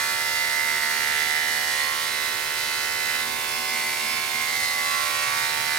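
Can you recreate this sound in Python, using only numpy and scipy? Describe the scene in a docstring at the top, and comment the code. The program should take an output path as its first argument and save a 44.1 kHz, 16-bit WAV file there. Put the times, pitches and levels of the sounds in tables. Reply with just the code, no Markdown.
"""Electric clippers on a dog's face

Clippers work at a grooming table in a small room, a little to the right. The motor throws the blade
to and fro about 75 times a second; housing and blade ring at multiples of that rate, and their colour
shifts as the hand turns the tool. The teeth hiss, the blade rattles, low drones come and go,
the room rumbles faintly."""
import sys
import numpy as np
from scipy import signal
from scipy.fft import irfft, next_fast_len
from scipy.io import wavfile
from scipy.ndimage import uniform_filter1d, map_coordinates

SR = 44100
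rng = np.random.default_rng(int(sys.argv[2]) if len(sys.argv) > 2 else 0)


def output_pcm(signal):
    """Save a mono or channel-first signal as 16-bit PCM at the path in sys.argv[1].

    Samples are clipped to [-1, 1] before scaling.
    """
    pcm = np.clip(np.atleast_2d(signal).T, -1, 1) * 32767
    wavfile.write(sys.argv[1], SR, np.round(pcm).astype(np.int16))


N = 254898

# motor speed, sagging under load (time [s], stroke rate [Hz])
MOTOR_SPEED = [(0.0, 75.5), (0.92, 75.5), (1.11, 75.2), (1.53, 75.4), (1.66, 75.2), (2.0, 75.5),
               (4.06, 75.6), (4.25, 75.7), (5.62, 75.6), (5.78, 75.3)]
# lower buzz lines (harmonic number, relative level [dB])
LOW_LINES = [(1, -28.5), (2, -30.5), (3, -23.5), (4, -34.5), (5, -19), (6, -19.5), (7, -16), (8, -15),
             (9, -16.5), (10, -10), (11, -17), (12, -9), (13, -16), (14, -11.5), (15, -12), (16, -13),
             (17, -13), (18, -5), (19, -10.5), (20, -5.5), (21, -11), (22, -8), (23, -5), (24, -11.5),
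             (25, -2), (26, -4), (27, 6), (28, 2), (29, -3.5), (30, -6.5), (31, -5), (32, -8), (33, -14),
             (34, -8.5), (35, -7.5), (36, -17.5)]
# upper buzz lines (frequency [Hz], relative level [dB])
HIGH_LINES = [(2750, -9.5), (3200, -14.5), (4300, -14), (5500, -18), (7000, -20), (9000, -19.5)]
# bands of housing, front cap, blade, blade guide, teeth (lower edge [Hz])
BAND_EDGES_HZ = [1020, 1170, 1930, 2300, 3400]
# steel comb resonances (frequency [Hz], width [Hz], lift [dB])
COMB_RINGS = [(3320, 40, 3), (3625, 50, 2.5), (3850, 30, 3), (4002, 30, 5.5), (4230, 40, 2.5),
              (4455, 40, 3), (4530, 30, 2), (5060, 40, 3)]
# holds of the tool, each until the next (name, start [s], travel [standing-wave patterns/s],
# jaw pressure [0-1], blade chatter [factor], cap level [dB], guide level [dB], teeth level [dB])
TOOL_HOLDS = [("first cut", 0.0, 1.866, 0.59, 1.3, -32.5, -38.5, -34.5),
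              ("deeper cut", 0.91, 1.914, 0.32, 1.1, -31.5, -37, -34),
              ("turning", 1.734, 3.58, 0.079, 1.8, -34, -37.5, -35),
              ("second cut", 2.093, 1.2, 0.53, 1.3, -35, -37, -35.5),
              ("pressing", 3.25, 1.58, 1, 2.9, -39.5, -37.5, -37.5),
              ("biting", 3.68, 2.1, 0.99, 3.3, -38, -35.5, -35),
              ("sliding", 3.98, 1.77, 1, 4.4, -39.5, -36, -35.5),
              ("lifted", 4.44, 3.3, .05, 0.98, -38, -38.5, -34),
              ("returning", 4.9, 2.46, .02, 2.8, -33.5, -35, -33.8),
              ("last cut", 5.27, 2.43, 0.063, 1.6, -32.5, -36, -34)]
# housing and comb resonances a hold frees or damps (hold name, frequency [Hz], unscaled lift [dB])
HOLD_RINGS = [("first cut", 680, 4), ("first cut", 830, -7), ("first cut", 906, 4), ("first cut", 1283, 4),
              ("first cut", 1700, 4), ("first cut", 2250, -4), ("first cut", 2600, -6),
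              ("first cut", 3030, -6), ("first cut", 4455, 3), ("deeper cut", 455, 3),
              ("deeper cut", 755, 2), ("deeper cut", 906, 3), ("deeper cut", 1310, 4),
              ("deeper cut", 1700, 4), ("deeper cut", 1800, 4), ("deeper cut", 2600, -4),
              ("deeper cut", 2945, 4), ("turning", 528, 3), ("turning", 680, -6), ("turning", 1330, 4),
              ("turning", 1812, 4), ("turning", 2038, -5), ("turning", 3020, 5), ("second cut", 906, -2),
              ("second cut", 1480, 5.5), ("second cut", 1888, 2), ("second cut", 1963, -6),
              ("second cut", 2590, 6), ("second cut", 3020, 5), ("second cut", 3930, 4),
              ("pressing", 1490, 5), ("pressing", 2038, -5), ("pressing", 2645, 3), ("pressing", 4000, -4),
              ("biting", 830, 4), ("biting", 1490, 5), ("biting", 2038, -3), ("biting", 2340, 2),
              ("biting", 4000, -3), ("sliding", 790, 5), ("sliding", 1510, 3), ("sliding", 1888, -4),
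              ("sliding", 2038, -5), ("sliding", 2190, 3), ("lifted", 604, 7), ("lifted", 680, -6),
              ("lifted", 830, 4), ("lifted", 1510, -3), ("lifted", 2340, -5), ("returning", 604, 7),
              ("returning", 680, -6), ("returning", 1359, 5), ("returning", 1888, 5),
              ("returning", 2114, -5), ("last cut", 830, 3), ("last cut", 1620, 3), ("last cut", 1888, 3),
              ("last cut", 2038, -4), ("last cut", 2190, 2), ("last cut", 2416, 4)]
# housing ring, tuned and damped by the fingers (time [s], level [dB], frequency [Hz])
HOUSING_RING = [(0, -42.5, 1095), (.25, -52, 1110), (.9, -47, 1085), (1.25, -51, 1090), (1.65, -47.5, 1072),
                (1.85, -39.3, 1090), (2.02, -39.6, 1103), (2.35, -44.8, 1095), (3.1, -45, 1098),
                (3.35, -41.5, 1078), (3.85, -41, 1057), (4.42, -39, 1060), (4.6, -39.5, 1116),
                (4.85, -38, 1115), (5.06, -35.5, 1093), (5.2, -37, 1100), (5.38, -38.2, 1132),
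                (5.78, -39.3, 1128)]
# blade ring, swelling as the hand works (time [s], level [dB])
BLADE_RING_DB = [(0.0, -32.5), (0.3, -31), (0.42, -27.7), (0.54, -30.0), (0.58, -26.5), (0.8, -29),
                 (0.88, -28.5), (0.94, -31.5), (1.14, -30.5), (1.24, -28.5), (1.62, -32), (1.64, -33.8),
                 (1.82, -30), (1.98, -36), (2.2, -31.5), (2.33, -35), (2.87, -34), (3.05, -32.5),
                 (3.25, -34.5), (3.29, -35.5), (3.65, -35), (3.73, -31.5), (3.93, -30), (4.03, -34),
                 (4.27, -33.5), (4.31, -37), (4.37, -31), (4.81, -29), (4.85, -31), (4.97, -33),
                 (5.05, -36), (5.07, -32.3), (5.15, -38), (5.29, -32.5), (5.47, -35), (5.78, -33)]
# blade ring, rising as the comb pushes into fur (time [s], frequency [Hz])
BLADE_RING_HZ = [(0, 2013), (.55, 2045), (.82, 1996), (1.25, 2029), (1.8, 1972), (2.0, 2106), (2.22, 2019),
                 (3.1, 2010), (3.48, 2191), (3.72, 2092), (3.95, 2087), (4.1, 2210), (4.35, 2166),
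                 (4.6, 2035), (5.0, 2013), (5.2, 2210), (5.45, 2065), (5.7, 2037)]
# partials flashing as comb or housing passes the mic (peak [s], length [s], frequency [Hz], level [dB])
LINE_FLARES = [(.06, .2, 2416, -39), (.27, .1, 5060, -44), (.5, .3, 4002, -44.5), (.95, .24, 4455, -40),
               (1.05, .13, 2340, -40), (1.2, .22, 1359, -39), (1.22, .12, 3625, -43), (1.28, .3, 4002, -41),
               (1.58, .16, 4380, -41), (1.62, .14, 4910, -44), (1.77, .16, 1888, -32.5),
               (1.85, .11, 4304, -38), (2.15, .2, 4002, -40.5), (2.26, .16, 3850, -40.5),
               (2.7, .2, 4455, -42.5), (2.72, .24, 4002, -40.5), (3.2, .25, 4002, -43),
               (3.3, .14, 4530, -44), (3.74, .1, 2114, -33), (3.58, .14, 5060, -41.5),
               (3.68, .3, 755, -43.5), (3.7, .07, 5060, -39), (3.85, .25, 906, -43), (4.02, .08, 2720, -41),
               (4.1, .12, 2190, -35.5), (4.12, .09, 5060, -39.5), (4.5, .1, 4002, -42),
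               (4.68, .12, 4230, -39.5), (4.9, .14, 2645, -40), (4.97, .1, 2038, -31.5),
               (5.22, .13, 2645, -36.5), (5.44, .08, 3625, -41), (5.56, .42, 906, -39.5),
               (5.68, .1, 4002, -42), (5.73, .12, 2038, -31)]
# sliding teeth (frequency [Hz], relative density [dB])
HISS_SPECTRUM = [(100, -38), (330, -7), (600, -9), (1100, -1), (1600, -0.1), (2600, 0.9), (4200, 3),
                 (5500, 3.5), (7000, -2), (10000, -0.5), (12500, 1.5), (15700, -2)]
# dull low drones (peak [s], length [s], frequency [Hz], level [dB])
LOW_DRONES = [(3.27, 0.25, 240, -48), (3.683, .27, 232, -52), (4.113, .11, 225, -47),
              (4.33, 0.13, 230, -50), (5.45, 0.67, 135, -55)]
# room rumble (frequency [Hz], relative density [dB])
RUMBLE_SPECTRUM = [(20, -25), (35, -2), (60, -6.5), (95, 0.5), (140, -4), (190, -5), (300, -6), (600, -6),
                   (2000, -77)]
# stereo balance (frequency [Hz], left minus right [dB])
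MIC_BALANCE_DB = [(60, -12), (210, -13), (500, -7), (1170, -10), (1790, -6), (2740, -8.5), (4190, -7.5),
                  (6410, -4), (9810, -1.5), (15000, 0)]
# left-right likeness (frequency [Hz], coherence [0-1])
MIC_COHERENCE = [(60, 0.57), (250, 0.42), (600, 0.87), (2000, 0.57), (4000, 0.43), (9000, 0.36),
                 (15000, 0.16)]
# lead of the left mic (frequency [Hz], phase [rad])
MIC_LEAD_RAD = [(60, .1), (340, 0.78), (1200, 1), (5000, 0.8), (12000, 0.91)]

HUM_GAIN_DB, LINES_TOP_HZ = -36.5, 10000
TURN_S, TURN_SWELL_S, TURN_DB = .076, .3, .5  # change of hold
GRIP_DB, GRIP_S = 1.7, .13  # fingers shift on the housing
FUR_DB, FUR_S = 1.0, .09  # fur feeds unevenly through the teeth


def buzz(strokes, t, size=4096):
    """Motor-driven blade: one wave per stroke, each blending into the next."""
    stroke_t = np.interp(np.arange(int(strokes[-1]) + 1), strokes, t)
    lines = np.pad(stroke_lines(stroke_t), ((0, 0), (0, 0), (1, 0)))  # empty DC bin
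    waves = irfft(lines, size) * size / np.sqrt(2)
    waves = np.concatenate([waves, waves[:, :, :1]], axis=2)
    position = [strokes, strokes % 1 * size]
    return np.array([map_coordinates(wave, position, order=1, mode="nearest") for wave in waves])


def stroke_lines(t, count=190, knock_db=.6, jitter_s=7e-6):
    """Complex harmonics of the stroke rate: channels x strokes x lines."""
    order = np.arange(1, count + 1)
    hz = order * np.mean(np.array(MOTOR_SPEED)[:, 1])
    part = np.searchsorted(BAND_EDGES_HZ, hz)  # 0 motor hum, 1 housing ... 5 teeth
    pace, _, chatter, *_ = hand(t)
    travel = np.cumsum(pace * np.gradient(t))
    low_db = np.interp(order, *np.transpose(LOW_LINES))
    db = np.where(order <= len(LOW_LINES), low_db, at_hz(HIGH_LINES, hz))
    db += sum(lift_db * bell(hz, ring_hz, width_hz) for ring_hz, width_hz, lift_db in COMB_RINGS)
    db -= 10 * np.log10(1 + (hz / LINES_TOP_HZ) ** 8)
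    db = db + hold_colour_db(t, hz, part) + treble_beam_db(travel, hz)
    lines = from_db(db) * fading(travel, chatter, hz) * line_phases(hz)
    lines = flares(radiating_parts(lines, t, part), t, hz)
    # the loose blade lands harder or softer, earlier or later, each stroke
    force, late = rng.standard_normal((2, len(t), 1))
    lines *= from_db(knock_db * force * (part > 1))
    lines *= np.exp(-2j * np.pi * hz * jitter_s * late)
    return stereo_lines(lines, travel, hz)


def hold_colour_db(t, hz, part, press_db=7, ring_scale=1.26):
    """Jaw pressure fills the low mids; blade and housing rings slide; holds free or damp resonances."""
    _, pressure, *_ = hand(t)
    db = press_db * (pressure[:, None] - .4) * bell(hz, 360, 90)
    blade = bell(hz, in_time(BLADE_RING_HZ, t)[0][:, None], 150)
    db += 8 * (blade - blade.mean(axis=0))
    housing = bell(hz, in_time(HOUSING_RING, t)[1][:, None], 60)
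    db += 10 * np.log10(housing) * (part == 1)
    held = {hold[0]: share - share.mean() for hold, share in zip(TOOL_HOLDS, hold_shares(t))}
    for name, ring_hz, lift_db in HOLD_RINGS:
        db += ring_scale * lift_db * held[name][:, None] * bell(hz, ring_hz, 30 + .024 * ring_hz)
    return db


def treble_beam_db(travel, hz, swing_db=1.9):
    """Uneven treble beam: neighbouring lines swell together as the tool turns."""
    lobes = rms_one(uniform_filter1d(standing_waves(3.5 * travel, len(hz)).real, size=3, axis=1))
    return swing_db * lobes * (hz > BAND_EDGES_HZ[-1]) * bell(hz, 4400, 2200)


def fading(travel, chatter, hz, flutter=.19, rough=.06):
    """Hand tremor, stroke scatter and wall echoes vary each line, short waves most."""
    shape = len(travel), len(hz)
    tremor = rms_one(signal.fftconvolve(phasors(*shape), np.hanning(15)[:, None], "same"))
    looseness = 1 + (chatter[:, None] - 1) * bell(hz, 2000, 300)
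    unsteady = looseness * np.clip(hz / 2000, .55, 1.3) * (flutter * tremor + rough * phasors(*shape))
    slow, fast = standing_waves(travel, len(hz)), standing_waves(3 * travel, len(hz))
    echoes = np.where(hz < BAND_EDGES_HZ[-1], slow, fast)
    echo_gain = np.interp(hz, [900, 3800], [.26, .68])
    return (1 + echo_gain * echoes + unsteady) / np.hypot(1, echo_gain)


def line_phases(hz, focus=.66):
    """The room scatters phase, least near the blade ring: one burst a stroke, after the cap's knock."""
    scatter_rad = np.pi * (1 - focus * bell(hz, 1990, 720) ** 2)
    lag_rad = 2 * np.arctan(2 * (hz - 2030) / 300)
    return np.exp(1j * (scatter_rad * rng.uniform(-.74, 1, len(hz)) - lag_rad))


def radiating_parts(lines, t, part, trims_db=(0, -.1, -.5, -.3, -.3)):
    """Each part radiates as the grip allows; the motor hum below stays free."""
    *_, cap_db, guide_db, _ = hand(t)
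    housing_db = in_time(HOUSING_RING, t)[0] + GRIP_DB * wander(t, GRIP_S)
    cap_db = cap_db + FUR_DB * wander(t, FUR_S)
    blade_db, = in_time(BLADE_RING_DB, t)
    guide_db = guide_db + FUR_DB * wander(t, FUR_S)
    teeth_db = teeth_level_db(t) + FUR_DB * wander(t, FUR_S)
    out = lines.copy()
    out[:, part == 0] *= from_db(HUM_GAIN_DB)
    for k, (db, trim_db) in enumerate(zip([housing_db, cap_db, blade_db, guide_db, teeth_db], trims_db), 1):
        power = uniform_filter1d(np.sum(np.abs(lines[:, part == k]) ** 2, axis=1), size=9)
        out[:, part == k] *= (from_db(db + trim_db) / np.sqrt(power))[:, None]
    return out


def flares(lines, t, hz):
    """Each flare draws the nearest line to its own level, then lets go."""
    out = lines.copy()
    for peak_s, length_s, flare_hz, db in LINE_FLARES:
        k = np.argmin(np.abs(hz - flare_hz))
        phase_rad = np.angle(out[np.argmin(np.abs(t - peak_s)), k])
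        out[:, k] += swell(t, peak_s, length_s) * (from_db(db) * np.exp(1j * phase_rad) - out[:, k])
    return out


def stereo_lines(mid, travel, hz):
    """Direct sound from the right, wall echoes from all round."""
    left_over_right = from_db(at_hz(MIC_BALANCE_DB, hz)) * np.exp(1j * at_hz(MIC_LEAD_RAD, hz))
    direct = (left_over_right - 1) / (left_over_right + 1)
    diffuse = 1.01 * (1 - at_hz(MIC_COHERENCE, hz)) * standing_waves(2 * travel, len(hz))
    side = mid * (direct + diffuse)
    return np.array([mid + side, mid - side])


def teeth_hiss(strokes, t, base_db=-33, follow=.27):
    """Teeth slide over each other and tick once a stroke, at the turn."""
    teeth_db = teeth_level_db(t) - 1.5 * wander(t, FUR_S)
    swell_db = follow * (teeth_db - teeth_db.mean())
    ticks = 1 + .54 * np.exp(-((strokes + .5) % 1) / .15)
    return from_db(base_db + swell_db) * ticks * noise(lambda hz: from_db(at_hz(HISS_SPECTRUM, hz)))


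def teeth_level_db(t):
    """Set by the hold; swells at each turn of the hand."""
    *_, held_db = hand(t)
    lift_db = TURN_DB * sum(swell(t, hold[1], TURN_SWELL_S) for hold in TOOL_HOLDS[1:])
    return held_db + lift_db - lift_db.mean()


def blade_rattle(strokes, t, gain_db=-11, throb_db=5):
    """The blade knocks in its guide once a stroke and rings at its own pitch."""
    blade_db, = in_time(BLADE_RING_DB, t)
    blade_hz, = in_time(BLADE_RING_HZ, t)
    knock = rms_one(from_db(throb_db * np.cos(2 * np.pi * strokes)))
    ring = signal.hilbert(noise(lambda hz: bell(hz, 2050, 240)), next_fast_len(N))[:, :N]
    bend = np.exp(2j * np.pi * np.cumsum(blade_hz - blade_hz.mean()) / SR)
    return from_db(blade_db + gain_db) * knock * np.real(ring * bend)


def hand(t):
    """Travel rate, pressure, chatter, and cap, guide and teeth levels at times t."""
    return np.array([hold[2:] for hold in TOOL_HOLDS]).T @ hold_shares(t)


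def hold_shares(t):
    """Weights 0-1, crossfaded as the hand turns: holds x times."""
    begun = [np.clip((t - hold[1]) / TURN_S + .5, 0, 1) for hold in TOOL_HOLDS[1:]]
    return -np.diff([np.ones_like(t), *begun, np.zeros_like(t)], axis=0)


def standing_waves(travel, count):
    """Each line meets its own sum of wall echoes, changing as the tool travels."""
    spots = np.arange(-2, travel[-1] + 2, .5)
    weights = np.exp(-2 * (travel[:, None] - spots) ** 2)
    weights /= np.linalg.norm(weights, axis=1, keepdims=True)
    return weights @ phasors(160, count)[:len(spots)]


def near_echoes(x, t, delays_s=(.0011, .0026), gain=.24, sway=.12):
    """Dull early echoes off table and wall; their paths move with the hand."""
    pace, *_ = hand(t)
    travel = np.cumsum(pace) / SR
    dull = signal.sosfilt(signal.butter(4, 5000, fs=SR, output="sos"), x)
    out = x.copy()
    for delay_s in delays_s:
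        lag_s = delay_s * (1 + sway * np.sin(2 * travel + 2 * np.pi * rng.random()))
        out += gain * np.array([map_coordinates(channel, [(t - lag_s) * SR], order=3) for channel in dull])
    return out


def drones(t, width_hz=32):
    """Narrow, unsteady low resonances that swell and sink."""
    return sum(from_db(db) * swell(t, peak_s, length_s) * noise(lambda hz: bell(hz, drone_hz, width_hz))
               for peak_s, length_s, drone_hz, db in LOW_DRONES)


def room_rumble(level_db=-52):
    """Steady low noise of the room."""
    return from_db(level_db) * noise(lambda hz: from_db(at_hz(RUMBLE_SPECTRUM, hz)))


def noise(colour):
    """Stereo noise with gain colour(hz); unit power in the mid."""
    size = next_fast_len(N)
    hz = np.arange(size // 2 + 1) * SR / size
    pair = irfft(microphones(*phasors(2, len(hz)), hz) * colour(hz), size)[:, :N]
    return pair / np.std(pair.mean(axis=0))


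def microphones(common, opposed, hz):
    """Left and right spectra from a common and an opposed field; the mid stays flat."""
    coherence, lead_rad = at_hz(MIC_COHERENCE, hz), at_hz(MIC_LEAD_RAD, hz)
    tilt = from_db(at_hz(MIC_BALANCE_DB, hz) / 2)
    common, opposed = np.sqrt(1 + coherence) * common, np.sqrt(1 - coherence) * opposed
    mid_gain = np.sqrt((tilt ** 2 + tilt ** -2) / 2 + coherence * np.cos(lead_rad))
    return np.array([(common + opposed) * tilt * np.exp(1j * lead_rad), (common - opposed) / tilt]) / mid_gain


def from_db(db):
    """Decibels to gain."""
    return 10 ** (np.asarray(db) / 20)


def rms_one(x):
    """Scale to unit power."""
    return x / np.sqrt(np.mean(np.abs(x) ** 2) + 1e-20)


def in_time(rows, t):
    """Table columns at times t."""
    times_s, *columns = np.transpose(rows)
    return [np.interp(t, times_s, column) for column in columns]


def at_hz(points, hz):
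    """Table value on a log-frequency axis."""
    points_hz, values = np.transpose(points)
    return np.interp(np.log(np.maximum(hz, 1)), np.log(points_hz), values)


def bell(hz, centre_hz, width_hz):
    """Power response of a resonance, peak 1."""
    return 1 / (1 + (2 * (hz - centre_hz) / width_hz) ** 2)


def phasors(*shape):
    """Random complex amplitudes of unit power."""
    return (rng.standard_normal(shape) + 1j * rng.standard_normal(shape)) / np.sqrt(2)


def swell(t, peak_s, length_s):
    """Gaussian bump, length_s wide at half height."""
    return .5 ** ((2 * (t - peak_s) / length_s) ** 2)


def wander(t, step_s, count=600):
    """Random curve of about unit swing, new value every step_s."""
    return np.interp(t / step_s, np.arange(count), rng.standard_normal(count))


def scene(wobble_hz=.0392):
    """Clippers at work over drones and room rumble."""
    t = np.arange(N) / SR
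    motor_hz, = in_time(MOTOR_SPEED, t)
    wobble = rms_one(uniform_filter1d(rng.standard_normal(N), size=2500))
    strokes = np.cumsum(motor_hz + wobble_hz * wobble) / SR
    room = room_rumble()
    teeth = near_echoes(teeth_hiss(strokes, t), t)
    return buzz(strokes, t) + blade_rattle(strokes, t) + teeth + drones(t) + room


def record(dry, left_shelf_hz=11400, left_shelf_db=-14, cutoff_hz=15850):
    """Treble shelf on the left, steep low-pass on both channels."""
    dull = signal.sosfiltfilt(signal.butter(16, left_shelf_hz, fs=SR, output="sos"), dry[0])
    left = dull + from_db(left_shelf_db) * (dry[0] - dull)
    return signal.sosfilt(signal.ellip(12, .1, 90, cutoff_hz, fs=SR, output="sos"), [left, dry[1]])


dry = scene()
out = record(dry)
output_pcm(out)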